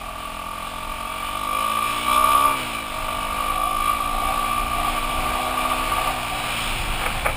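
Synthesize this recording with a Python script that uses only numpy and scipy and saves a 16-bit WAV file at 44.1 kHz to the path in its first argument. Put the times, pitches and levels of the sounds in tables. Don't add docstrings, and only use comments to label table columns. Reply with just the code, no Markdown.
import sys
import numpy as np
from scipy import signal
from scipy.fft import rfft, irfft, next_fast_len
from scipy.io import wavfile
from scipy.ndimage import map_coordinates

SR = 44100
rng = np.random.default_rng(int(sys.argv[2]) if len(sys.argv) > 2 else 0)


def int16_out(signal):
    q = np.round(np.clip(np.atleast_2d(signal).T, -1, 1) * 32767)
    wavfile.write(sys.argv[1], SR, q.astype(np.int16))


def invert_db(level):
    return 10 ** (np.asarray(level, dtype=float) / 20)


N = 324576

# (frequency [Hz], width [Hz], level [dB])
CASE_MODES = [(1130, 75, -2), (1195, 75, 0)]


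def unit(x):
    return x / np.sqrt(np.mean(x ** 2) + 1e-20)


def curves(rows):
    time_s, *columns = np.transpose(rows)
    return [np.interp(np.arange(N) / SR, time_s, column) for column in columns]


def wobble(rate_hz):
    knots = rng.standard_normal(int(N * rate_hz / SR) + 4)
    return map_coordinates(knots, [np.arange(N) * rate_hz / SR])


def filtered(x, response):
    size = next_fast_len(N + SR // 2)
    return irfft(rfft(x, size) * response(np.fft.rfftfreq(size, 1 / SR)), size)[:N]


def modes(table):
    def response(f):
        total = 0
        for k, (hz, width_hz, db) in enumerate(table):
            resonance = 1j * f * width_hz / (hz * hz - f * f + 1j * f * width_hz)
            total = total + (-1) ** k * invert_db(db) * resonance
        return total
    return response


def band_noise(hz, width_hz):
    return unit(filtered(rng.standard_normal(N), lambda f: modes([(hz, width_hz, 0)])(f) ** 2))


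def pulses(cycle, scatter_db, jitter_s):
    # (time [s], level re usual [dB])
    odd_firings = [(3.088, 3.5), (3.169, 0.5), (3.635, 3), (3.894, 4), (4.004, 3.5), (4.64, -10),
                   (4.81, -7), (4.85, 4), (4.91, -12), (4.93, -5), (4.965, 1), (4.993, -5), (5.01, -2),
                   (5.654, 6.5), (5.716, 8), (5.918, 7.5), (5.982, 6), (6.044, 1), (6.059, -5), (6.074, 7)]
    at = np.flatnonzero(np.diff(np.floor(cycle))) + 1
    draw = rng.standard_normal((len(at), 2))
    size_db = scatter_db[at] * draw[:, 1]
    for time_s, db in odd_firings:
        size_db[np.argmin(np.abs(at / SR - time_s))] = db
    at = np.clip(at + np.round(jitter_s * SR * draw[:, 0]).astype(int), 0, N - 1)
    return np.bincount(at, invert_db(size_db), N)


def puffs(train, life_s):
    t = np.arange(SR // 20) / SR / life_s
    return signal.fftconvolve(train, t * np.exp(-t))[:N] * rng.standard_normal(N)


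def orders(cycle, table, waver_db):
    total = np.zeros(N)
    for multiple, db in table:
        level = invert_db(db + waver_db * wobble(5.7))
        total += level * np.sin(2 * np.pi * (round(multiple) * cycle + rng.random()))
    return total


def case_dip(f):
    # (frequency [Hz], width [Hz], share removed)
    hz, width_hz, share = (1750, 610, 0.87)
    return 1 - share * modes([(hz, width_hz, 0)])(f)


def pipe(cycle, fire, uneven_db, thump_db, bark_db):
    # (multiple of firing rate, level [dB])
    pipe_orders = [(3, -14), (4, 0), (5, -3), (6, -4), (7, -7), (8, -7), (9, -11), (10, -9)]
    # (frequency [Hz], width [Hz], level [dB])
    thump_modes = [(93.5, 20, -5.5), (241, 77, 2), (312, 64, 3), (520, 26, 9.5)]
    bark_modes = [(519, 14, 0.5), (636, 25, 6), (723, 6.7, 1.5), (904, 37, 5), (1430, 114, -5.5)]
    steady = pulses(cycle, scatter_db=uneven_db / 2, jitter_s=.00003)
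    drone = orders(cycle, pipe_orders, waver_db=1.5)
    thump = unit(filtered(drone, lambda f: .5 + np.abs(modes(thump_modes)(f))))
    bark = unit(filtered(steady, lambda f: modes(bark_modes)(f) * f ** 2 / (f ** 2 + 450 ** 2)))
    gas = unit(filtered(puffs(fire, life_s=.0062), modes(bark_modes)))
    return invert_db(thump_db) * thump + invert_db(bark_db) * (bark + .15 * gas)


def case_ring(fire):
    def swell(f):
        return modes(CASE_MODES)(f) * modes([(1165, 170, 0)])(f) ** 2
    clean = unit(filtered(fire, swell))
    ragged = unit(filtered(puffs(fire, life_s=.0035), swell))
    return unit(clean + .18 * ragged)


def valve_rattle(cycle, fire):
    # (frequency [Hz], width [Hz], level [dB])
    rattle_modes = [(2333, 73, 1), (2620, 90, -7), (2948, 88, -6), (3337, 64, -6), (3536, 52, -7.5),
                    (3913, 70, -10), (5170, 280, -16)]
    angle = cycle % 1
    patterns = rng.standard_normal((int(cycle[-1]) // 8 + 2, 256))
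    contacts = map_coordinates(patterns, [cycle / 8, 255 * angle]) * (.6 + np.exp(-4 * angle))
    clatter = unit(puffs(fire, life_s=.0085)) + 2.1 * rng.standard_normal(N)
    mix = unit(contacts) * invert_db(1.2 * wobble(40)) + .2 * unit(clatter)
    return unit(filtered(mix, modes(rattle_modes)))


def crank_shake(cycle, thump_growth_db):
    first = orders(cycle, [(1, -43)], waver_db=2.5)
    second = orders(cycle, [(2, -45)], waver_db=1.5)
    return first + invert_db(thump_growth_db / 2) * second


def gear_whine(cycle, shut):
    # (multiple of firing rate, level [dB])
    driven_orders = [(8, -53), (16, -52), (19, -57), (20, -51), (23, -57), (40, -58), (43, -57), (72, -60),
                     (73, -56)]
    coast_orders = [(2, -43), (3, -47), (16, -43), (19, -50), (20, -44)]
    driven = orders(cycle, driven_orders, waver_db=2.5)
    coast = orders(cycle, coast_orders, waver_db=1)
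    driven = filtered(driven, lambda f: 1 + 2.5 * np.abs(modes(CASE_MODES)(f)))
    coast = filtered(coast, lambda f: 1 + np.abs(modes(CASE_MODES)(f)))
    return driven + shut * coast


def engine():
    # (time [s], firing rate [Hz])
    rev_rows = [(0.0, 41.6), (0.45, 42.9), (0.75, 44.4), (1.05, 45.0), (1.2, 46.4), (1.65, 54.1),
                (1.95, 58.4), (2.1, 61.4), (2.25, 63.6), (2.46, 69.4), (2.52, 68.2), (2.9, 48.6),
                (3.15, 49.6), (3.75, 53.8), (4.15, 56.3), (4.55, 59.1), (4.75, 59.8), (5.15, 61.8),
                (5.55, 63.3), (6.12, 64.8), (6.25, 58.4), (6.4, 59.4), (7.0, 55.4), (7.36, 52)]
    # (time [s], case ring [dB], pipe bark [dB], rattle [dB])
    load_rows = [(0.0, -33.5, -40.5, -45.5), (1.1, -31, -37, -39.5), (1.72, -21, -34, -31.5),
                 (1.82, -21, -38, -30.5), (1.9, -26, -39, -30.5), (2.05, -29.5, -38, -31),
                 (2.09, -17.5, -28, -27), (2.27, -18.5, -28.5, -28), (2.36, -15, -28.5, -25.5),
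                 (2.5, -20, -26, -30), (2.56, -30, -35, -30), (2.66, -44, -40.5, -32),
                 (2.76, -26, -42, -31), (2.83, -34, -44, -38), (2.95, -29.5, -34, -36),
                 (3.4, -25, -33.5, -36.5), (3.69, -22, -47, -33), (3.9, -20.5, -42, -35),
                 (3.97, -24.5, -38, -34.5), (4.6, -25, -43.5, -35), (5.2, -26.5, -34.5, -33),
                 (6.08, -27.5, -35, -34.5), (6.13, -35, -37, -34.5), (6.65, -42, -56, -29),
                 (6.95, -50, -43, -35.5), (7.36, -52, -42, -36)]
    # (time [s], scatter of firing size [dB])
    uneven_rows = [(0, 1.6), (4.2, 1.6), (4.7, 2.4), (6.1, 2.6), (6.2, 1.6), (7.36, 1.6)]
    revs_hz, uneven_db = curves(rev_rows)[0], curves(uneven_rows)[0]
    ring_db, bark_db, rattle_db = curves(load_rows)
    start_turn = .57
    cycle = start_turn + np.cumsum(revs_hz) / SR
    shut_s, shut_swell_s, shut_loss_db = 6.12, .15, 2.5
    shut = np.clip((np.arange(N) / SR - shut_s) / shut_swell_s, 0, 1)
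    thump_growth_db = .3 * (revs_hz - 55)
    thump_db = -40 + thump_growth_db - shut_loss_db * shut
    fire = pulses(cycle, scatter_db=uneven_db, jitter_s=.00004)
    total = pipe(cycle, fire, uneven_db, thump_db, bark_db)
    total += invert_db(ring_db) * case_ring(fire)
    total += invert_db(rattle_db) * valve_rattle(cycle, fire)
    total += crank_shake(cycle, thump_growth_db)
    total += gear_whine(cycle, shut)
    return filtered(total, case_dip)


def wind_hiss(hiss_db):
    # (frequency [Hz], level per Hz [dB])
    hz, db = np.transpose([(88, -40), (150, -9), (231, -10), (300, -14), (724, -2.5), (1050, -2),
                           (1170, 0.5), (1910, -7), (2450, -1.5), (5220, -14.5), (6000, -27), (7800, -64),
                           (13200, -120)])
    # (frequency [Hz], width [Hz], level [dB])
    hollow_modes = [(600, 65, -5.5), (773, 170, -6.5), (934, 41, -3.5), (1170, 79, 1.5), (2326, 220, -0.5),
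                    (2870, 410, -3.5)]

    def spectrum(f):
        return invert_db(np.interp(np.log(f + 1), np.log(hz), db, left=-60, right=-60))
    broad = unit(filtered(rng.standard_normal(N), spectrum))
    hollow = unit(filtered(rng.standard_normal(N), lambda f: modes(hollow_modes)(f) * case_dip(f)))
    hollow_db = -37.5 + .83 * (hiss_db + 34.5)
    return invert_db(1.14 * wobble(8)) * (invert_db(hiss_db) * broad + invert_db(hollow_db) * hollow)


def wind_buffet():
    # (frequency [Hz], width of each of two passes [Hz], level [dB])
    throb_bands = [(27, 13, 0), (63, 20, -11)]
    throb = unit(sum(invert_db(db) * band_noise(hz, width_hz) for hz, width_hz, db in throb_bands))
    rumble = unit(filtered(rng.standard_normal(N), modes([(99, 98, 0)])))
    return throb + .29 * rumble


def wind():
    # (time [s], buffet [dB], hiss [dB], moan [dB])
    wind_rows = [(0.0, -43.5, -40, -47), (1.2, -42, -37.5, -53), (1.8, -41.5, -34.5, -50),
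                 (2.3, -39, -31, -62), (2.85, -41, -36.5, -42.5), (3.05, -32.5, -35, -45),
                 (3.6, -38.5, -34.5, -35.5), (4.2, -32.5, -33.5, -36), (4.5, -31.5, -32.5, -31.5),
                 (4.9, -32, -31, -31), (5.1, -31.5, -32.5, -38), (5.6, -33.5, -31.5, -33.5),
                 (6.05, -34, -28, -35), (6.2, -39.5, -31, -33.5), (6.75, -30.5, -30, -42),
                 (7.05, -27.5, -30.5, -36), (7.36, -28.5, -33, -43)]
    buffet_db, hiss_db, moan_db = curves(wind_rows)
    gust_buffet_db, gust_moan_db = 1.5, 2.5
    moan = invert_db(moan_db + gust_moan_db * wobble(7)) * band_noise(740, 130)
    buffet = invert_db(buffet_db + gust_buffet_db * wobble(5.5)) * wind_buffet()
    return wind_hiss(hiss_db) + moan + buffet


def bumps():
    # (time [s], level of swell, which peaks at 1/e of it [dB], three times the rise to peak [s])
    jolts = [(7.006, -17.5, 0.052), (7.057, -20, 0.01), (7.06, -16.5, .03), (7.247, -15.5, 0.016),
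             (7.256, -9, 0.024), (7.284, -17.5, 0.028)]
    # (frequency [Hz], width [Hz], level [dB])
    mount_modes = [(510, 110, -3), (780, 114, 0.5), (1235, 150, 1.5), (2350, 230, 2.5)]
    t, shake = np.arange(N) / SR, np.zeros(N)
    for time_s, db, length_s in jolts:
        u = 3 * np.clip((t - time_s) / length_s, 0, None)
        shake += invert_db(db) * u * np.exp(-u)
    grit = rng.standard_normal(N) * invert_db(2.8 * wobble(250))
    grit = filtered(grit, lambda f: modes(mount_modes)(f) / (1 + (f / 2600) ** 6))
    return shake * unit(grit)


def treble_hiss():
    white_db, onset_hz = -38, 3500
    noise = rng.standard_normal(N)
    return invert_db(white_db) * filtered(noise, lambda f: f ** 2 / (f ** 2 + onset_hz ** 2))


def scene():
    return (engine() + wind() + bumps() + treble_hiss())[None]


def low_pass(x):
    return signal.sosfilt(signal.butter(12, 15640, fs=SR, output="sos"), x)


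def record(dry):
    hold_hz, top_hz = 12000, 15400
    kept = filtered(dry[0], lambda f: 1 / (1 + (f / 5700) ** 12))
    mirrored = kept * (1 + 2 * np.cos(2 * np.pi * hold_hz * np.arange(N) / SR))
    held = filtered(mirrored, lambda f: np.sinc(f / hold_hz) * (f < top_hz))
    return low_pass(held[None])


dry = scene()
out = record(dry)
int16_out(out)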